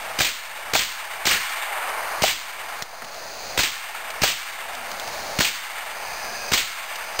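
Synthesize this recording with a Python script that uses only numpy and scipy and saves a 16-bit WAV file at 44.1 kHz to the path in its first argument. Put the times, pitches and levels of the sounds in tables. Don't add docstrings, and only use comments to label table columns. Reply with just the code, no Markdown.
import sys
import numpy as np
from scipy import signal
from scipy.fft import rfft, irfft
from scipy.io import wavfile

SR = 44100
rng = np.random.default_rng(int(sys.argv[2]) if len(sys.argv) > 2 else 0)


def store_wav(level_fs):
    pcm = np.round(np.clip(np.atleast_2d(level_fs), -1, 1) * 32767)
    wavfile.write(sys.argv[1], SR, pcm.T.astype(np.int16))


N = 317520
T = np.arange(N) / SR

# f/Hz, relative density/dB
AIR_SPECTRUM = [(20, -4), (60, -2), (150, -6), (300, -5.5), (450, 1), (700, 10), (1100, -1), (2200, -0.5),
                (3200, -6), (5300, -0.5)]
TICK_SPECTRUM = [(100, -22), (700, -14), (2000, -6), (3500, 0), (5300, -1)]
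CLACK_SPECTRUM = [(100, -5), (700, -2), (1300, -1), (1950, -1), (2800, -5), (3750, 8), (4500, -2),
                  (5300, 5)]
DEEP_WOODS_SPECTRUM = [(200, -30), (400, -10), (700, 1.5), (1100, 3.5), (2300, -5), (3300, -18),
                       (5300, -17.5)]
YARD_SPECTRUM = [(40, -9.5), (150, -12.5), (400, -12.5), (700, -6), (1200, -5.5), (2000, -2.5), (3000, 1.5),
                 (4200, 1.5), (5300, -0.5)]
CRACK_SPECTRUM = [(40, -27), (200, -12), (500, -0.5), (1000, -6), (2000, -1), (3500, -5), (5300, -2)]
BLAST_SPECTRUM = [(40, -5), (150, -7), (350, -6), (800, -6), (1200, -3), (2300, 0), (3500, -7.5),
                  (5300, -1.5)]
# f/Hz, half-width/Hz, level/dB, chorus index
INSECT_VOICES = [(4515, 610, -1.5, 0), (4940, 210, 1, 1), (4500, 55, -6, 1), (2490, 120, -1.5, 1)]
# t/s, length/s, level/dB, chorus index
INSECT_BOUTS = [(1.45, 1.24, -59, 0), (1.49, 2.6, -69, 1), (2.399, 1.8, -58, 0), (4.5, 1.7, -59.5, 0),
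                (5.6, 2.3, -60, 1), (5.698, 2.2, -62.5, 0)]
# t/s, level/dB
TICK_EVENTS = [(1.8891, -18), (3.045, -25), (3.1433, -28), (4.1029, -19.5), (4.75, -21), (4.9151, -22.5),
               (4.997, -21.5), (5.0749, -23), (6.957, -15.5)]
# t/s, level/dB
PIECE_LANDINGS = [(3.0195, 3), (4.9157, -3)]
# t/s, length/s, first f/Hz, last f/Hz, level/dB
FRAGMENT_FLIGHTS = [(4.66, 0.29, 295, 197, -65.5), (6.12, 0.356, 270.5, 185, -73)]
# t/s, level/dB
POST_STRIKES = [(4.235, -22), (5.405, -25), (6.535, -27)]
TARGET_STRIKES = [(.2037, -19), (.75, -11.5), (2.2355, -6.5), (4.2335, -12.5)]
# f/Hz, level/dB, t60/s
TARGET_MODES = [(646, 1.5, 0.029), (760, 0, 0.033), (1394, -8, 0.027)]
# f/Hz, density/dB, t60/s, swell/s
FOREST_ROLL = [(100, -65, 0.87, 0.052), (325, -65, 1.9, 0.13), (486, -53, 2.7, 0.38),
               (727, -38, 2.65, 0.32), (1070, -41.5, 2.4, 0.09), (1830, -39.5, 2.24, 0.038),
               (2300, -39, 2.08, 0.071), (3260, -44.5, 1.79, 0.01), (4800, -40, 0.93, 0.013)]
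# delay/s, rise/s, t60/s, level/dB
YARD_ECHOES = [(.005, 0.0055, .16, -21.5), (.0135, 0.0011, 0.018, -12.5), (.016, 0.016, .23, -15.5),
               (.0585, .001, .022, -12.5), (.06, .003, 0.38, -20)]
# t/s, blast trim/dB, pressure wave/dB, forest trim/dB
RIFLE_SHOTS = [(-.42, 0, -20, -1.5), (0.1872, 1.5, -27, -1), (.7335, 2.5, -27, 0.5), (1.2525, 1, -29, 7.5),
               (2.219, 0.5, -19, -1.5), (3.5745, 3, -25, 0.5), (4.217, 5.5, -18, 0.5),
               (5.3872, 2.5, -14, 1), (6.5168, 4.5, -20, 1), (7.19, 1, -27, -5)]


def from_db(db):
    return 10 ** (np.asarray(db) / 20)


def unit_rms(x):
    return x / np.sqrt(np.mean(x ** 2) + 1e-20)


def at_hz(rows, hz):
    points_hz, *columns = np.transpose(rows)
    return [np.interp(np.log(hz + 1e-9), np.log(points_hz), c) for c in columns]


def add(out, at_s, sound):
    start = round(at_s * SR)
    part = sound[max(-start, 0):max(N - start, 0)]
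    out[max(start, 0):max(start, 0) + len(part)] += part


def noise(spectrum, size, top_hz=6500):
    hz = np.fft.rfftfreq(size, 1 / SR)
    gain = from_db(at_hz(spectrum, hz)[0]) * (hz < top_hz)
    return unit_rms(irfft(rfft(rng.standard_normal(size)) * gain, size))


def band(low_hz, high_hz, size):
    sos = signal.butter(2, [low_hz, high_hz], "band", fs=SR, output="sos")
    return unit_rms(signal.sosfilt(sos, signal.sosfilt(sos, rng.standard_normal(size))))


def drift(rate_hz):
    knots = rng.standard_normal(4096)
    return np.interp(T * rate_hz, np.arange(len(knots)), knots)


def burst(t, rise_s, t60_s):
    return np.clip(t / rise_s, 0, 1) ** 2 * from_db(-60 * np.maximum(t - rise_s, 0) / t60_s)


def air(level_db=-53.5, waver_db=1.0):
    return from_db(level_db + waver_db * drift(9.1)) * noise(AIR_SPECTRUM, N)


def insects(throb_db=0.5, swell_s=0.47, fade_s=0.5):
    envelopes = np.zeros((2, N))
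    for at_s, length_s, level_db, chorus in INSECT_BOUTS:
        swell = np.clip((T - at_s) / swell_s, 0, 1)
        fade = np.clip((at_s + length_s - T) / fade_s, 0, 1)
        envelopes[round(chorus)] += from_db(level_db) * swell * fade
    voices = sum(band(hz - half_hz, hz + half_hz, N) * from_db(db) * envelopes[round(chorus)]
                 for hz, half_hz, db, chorus in INSECT_VOICES)
    return voices * from_db(throb_db * drift(60))


def ticks(gain_db=-17):
    out, t = np.zeros(N), T[:SR // 8]
    for at_s, level_db in TICK_EVENTS:
        tick = np.tanh(noise(TICK_SPECTRUM, len(t))) * burst(t, rise_s=0.00054, t60_s=0.035)
        add(out, at_s, from_db(level_db + gain_db) * tick)
    return out


def clack(at_s=2.8229, peak_db=-24, tail_db=-14.5, knock_db=-43):
    out, t = np.zeros(N), T[:SR // 8]
    tail = from_db(tail_db) * burst(t, rise_s=0.0025, t60_s=0.1)
    snap = np.tanh(noise(CLACK_SPECTRUM, len(t))) * (burst(t, rise_s=0.00045, t60_s=0.016) + tail)
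    knock = band(60, 480, len(t)) * burst(t, rise_s=0.0016, t60_s=0.036)
    add(out, at_s, from_db(peak_db) * snap / np.abs(snap).max() + from_db(knock_db) * knock)
    return out


def landings(plop_db=-39, thud_db=-55):
    out, t = np.zeros(N), T[:SR // 8]
    for at_s, level_db in PIECE_LANDINGS:
        plop = from_db(plop_db) * np.tanh(band(490, 2400, len(t))) * burst(t, rise_s=0.0015, t60_s=0.035)
        thud = from_db(thud_db) * band(127, 270, len(t)) * burst(t, rise_s=0.003, t60_s=0.13)
        add(out, at_s, from_db(level_db) * (plop + thud))
    return out


def whirrs(wobble=0.035):
    out = np.zeros(N)
    for at_s, length_s, first_hz, last_hz, level_db in FRAGMENT_FLIGHTS:
        size = int(length_s * SR)
        hz = np.geomspace(first_hz, last_hz, size) * (1 + wobble * drift(81)[:size])
        add(out, at_s, from_db(level_db) * np.hanning(size) * np.sin(2 * np.pi * np.cumsum(hz) / SR))
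    return out


def ricochet(at_s=5.8, length_s=0.98, first_hz=1800, last_hz=1530, wobble_hz=45,
             level_db=-58, flutter_db=2.7):
    out, size = np.zeros(N), int(length_s * SR)
    hz = np.geomspace(first_hz, last_hz, size) + wobble_hz * drift(150)[:size]
    envelope = from_db(level_db + flutter_db * drift(44)[:size]) * np.hanning(size)
    add(out, at_s, envelope * np.sin(2 * np.pi * np.cumsum(hz) / SR))
    return out


def stray_bullet(at_s=1.27, trail_db=-19.5, rush_db=-22, deep_db=-41):
    out, t = np.zeros(N), T[:SR // 2]
    trail = from_db(trail_db) * noise(BLAST_SPECTRUM, len(t)) * burst(t, rise_s=0.045, t60_s=0.3)
    rush = from_db(rush_db) * band(1400, 3400, len(t)) * burst(t, rise_s=0.052, t60_s=0.37)
    add(out, at_s, trail + rush)
    add(out, at_s, from_db(deep_db) * deep_woods(2 * SR))
    return out


def post(low_hz=290, high_hz=410):
    out, t = np.zeros(N), T[:SR // 4]
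    for at_s, level_db in POST_STRIKES:
        thock = band(low_hz, high_hz, len(t)) * burst(t, rise_s=0.003, t60_s=0.047)
        add(out, at_s, from_db(level_db) * thock)
    return out


def target(rise_s=0.0035):
    out, t = np.zeros(N), T[:SR // 4]
    knock = sum(from_db(db) * np.sin(2 * np.pi * hz * t) * burst(t, rise_s, t60_s)
                for hz, db, t60_s in TARGET_MODES)
    for at_s, level_db in TARGET_STRIKES:
        add(out, at_s, from_db(level_db) * knock)
    return out


def deep_woods(size, delay_s=0.2, rise_s=0.29, t60_s=4.6):
    return noise(DEEP_WOODS_SPECTRUM, size) * burst(T[:size] - delay_s, rise_s, t60_s)


def forest_roll(size, ref_width_hz=400):
    edges_hz = np.geomspace(70, 6400, 20)
    out, t = np.zeros(size), T[:size]
    for low_hz, high_hz in zip(edges_hz, edges_hz[1:]):
        level_db, t60_s, swell_s = at_hz(FOREST_ROLL, np.sqrt(low_hz * high_hz))
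        envelope = (1 - np.exp(-(t / swell_s) ** 2)) * from_db(level_db - 60 * t / t60_s)
        out += band(low_hz, high_hz, size) * envelope * np.sqrt((high_hz - low_hz) / ref_width_hz)
    return out


def tree_slap(t, delay_s=0.058):
    return band(1760, 3400, len(t)) * burst(t - delay_s, rise_s=0.0016, t60_s=0.22)


def yard_echoes(t):
    power = sum((from_db(db) * burst(t - delay_s, rise_s, t60_s)) ** 2
                for delay_s, rise_s, t60_s, db in YARD_ECHOES)
    return np.sqrt(power) * noise(YARD_SPECTRUM, len(t))


def pressure_wave(t, centre_s=0.0054, width_s=0.00099):
    u = (t - centre_s) / width_s
    return -u * np.exp((1 - u ** 2) / 2)


def rifle(crack_db=-12, blast_db=-11, blast_delay_s=0.0151, yard_db=-1, slap_db=-20.5, deep_db=-56,
          clump_db=1.53, grain_db=0.97):
    out, t, roll_size = np.zeros(N), T[:SR * 3 // 4], 2 * SR
    clumps = from_db(clump_db * drift(69.57))[:roll_size]
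    grain = from_db(grain_db * drift(400))[:len(t)]
    for at_s, trim_db, wave_db, forest_db in RIFLE_SHOTS:
        crack = from_db(crack_db) * noise(CRACK_SPECTRUM, len(t)) * burst(t, rise_s=0.0046, t60_s=0.015)
        wave = from_db(wave_db) * pressure_wave(t)
        blast = noise(BLAST_SPECTRUM, len(t)) * burst(t - blast_delay_s, rise_s=0.0037, t60_s=0.051)
        echoes = from_db(yard_db) * grain * yard_echoes(t) + from_db(slap_db) * tree_slap(t)
        add(out, at_s, crack + wave + from_db(blast_db + trim_db) * blast + echoes)
        roll = from_db(forest_db) * clumps * forest_roll(roll_size)
        add(out, at_s, roll + from_db(deep_db) * deep_woods(roll_size))
    return out


def scene():
    background = air()
    bullets = target() + post() + stray_bullet() + ricochet()
    debris = whirrs() + landings() + ticks() + clack()
    return np.tile(rifle() + bullets + debris + insects() + background, (2, 1))


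def gain_control(x, limit_db=-16, range_db=26, release_s=0.62, attack_s=0.00039):
    level_db = 20 * np.log10(np.abs(x) + 1e-9)
    cut_db = np.clip(level_db + range_db - limit_db, 1e-3, range_db)
    cut_db[0] = range_db * 0.48
    held_db = np.exp(np.maximum.accumulate(np.log(cut_db) + T / release_s) - T / release_s)
    pole = np.exp(-1 / (attack_s * SR))
    smooth_db, _ = signal.lfilter([1 - pole], [1, -pole], held_db, zi=held_db[:1])
    return x * from_db(range_db - smooth_db)


def record(dry, ceiling=0.42, dc_offset=-0.006, hold_samples=4, antialias_hz=5550, cutoff_hz=15700):
    antialias = signal.firwin(97, antialias_hz, fs=SR)
    stored = signal.resample_poly(gain_control(dry[0]), 1, hold_samples, window=antialias)
    clipped = ceiling * np.tanh(stored / ceiling) + dc_offset
    stepped = np.repeat(clipped, hold_samples)[:N]
    lowpass = signal.ellip(12, 0.1, 80, cutoff_hz, fs=SR, output="sos")
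    return np.tile(signal.sosfilt(lowpass, stepped), (2, 1))


dry = scene()
out = record(dry)
store_wav(out)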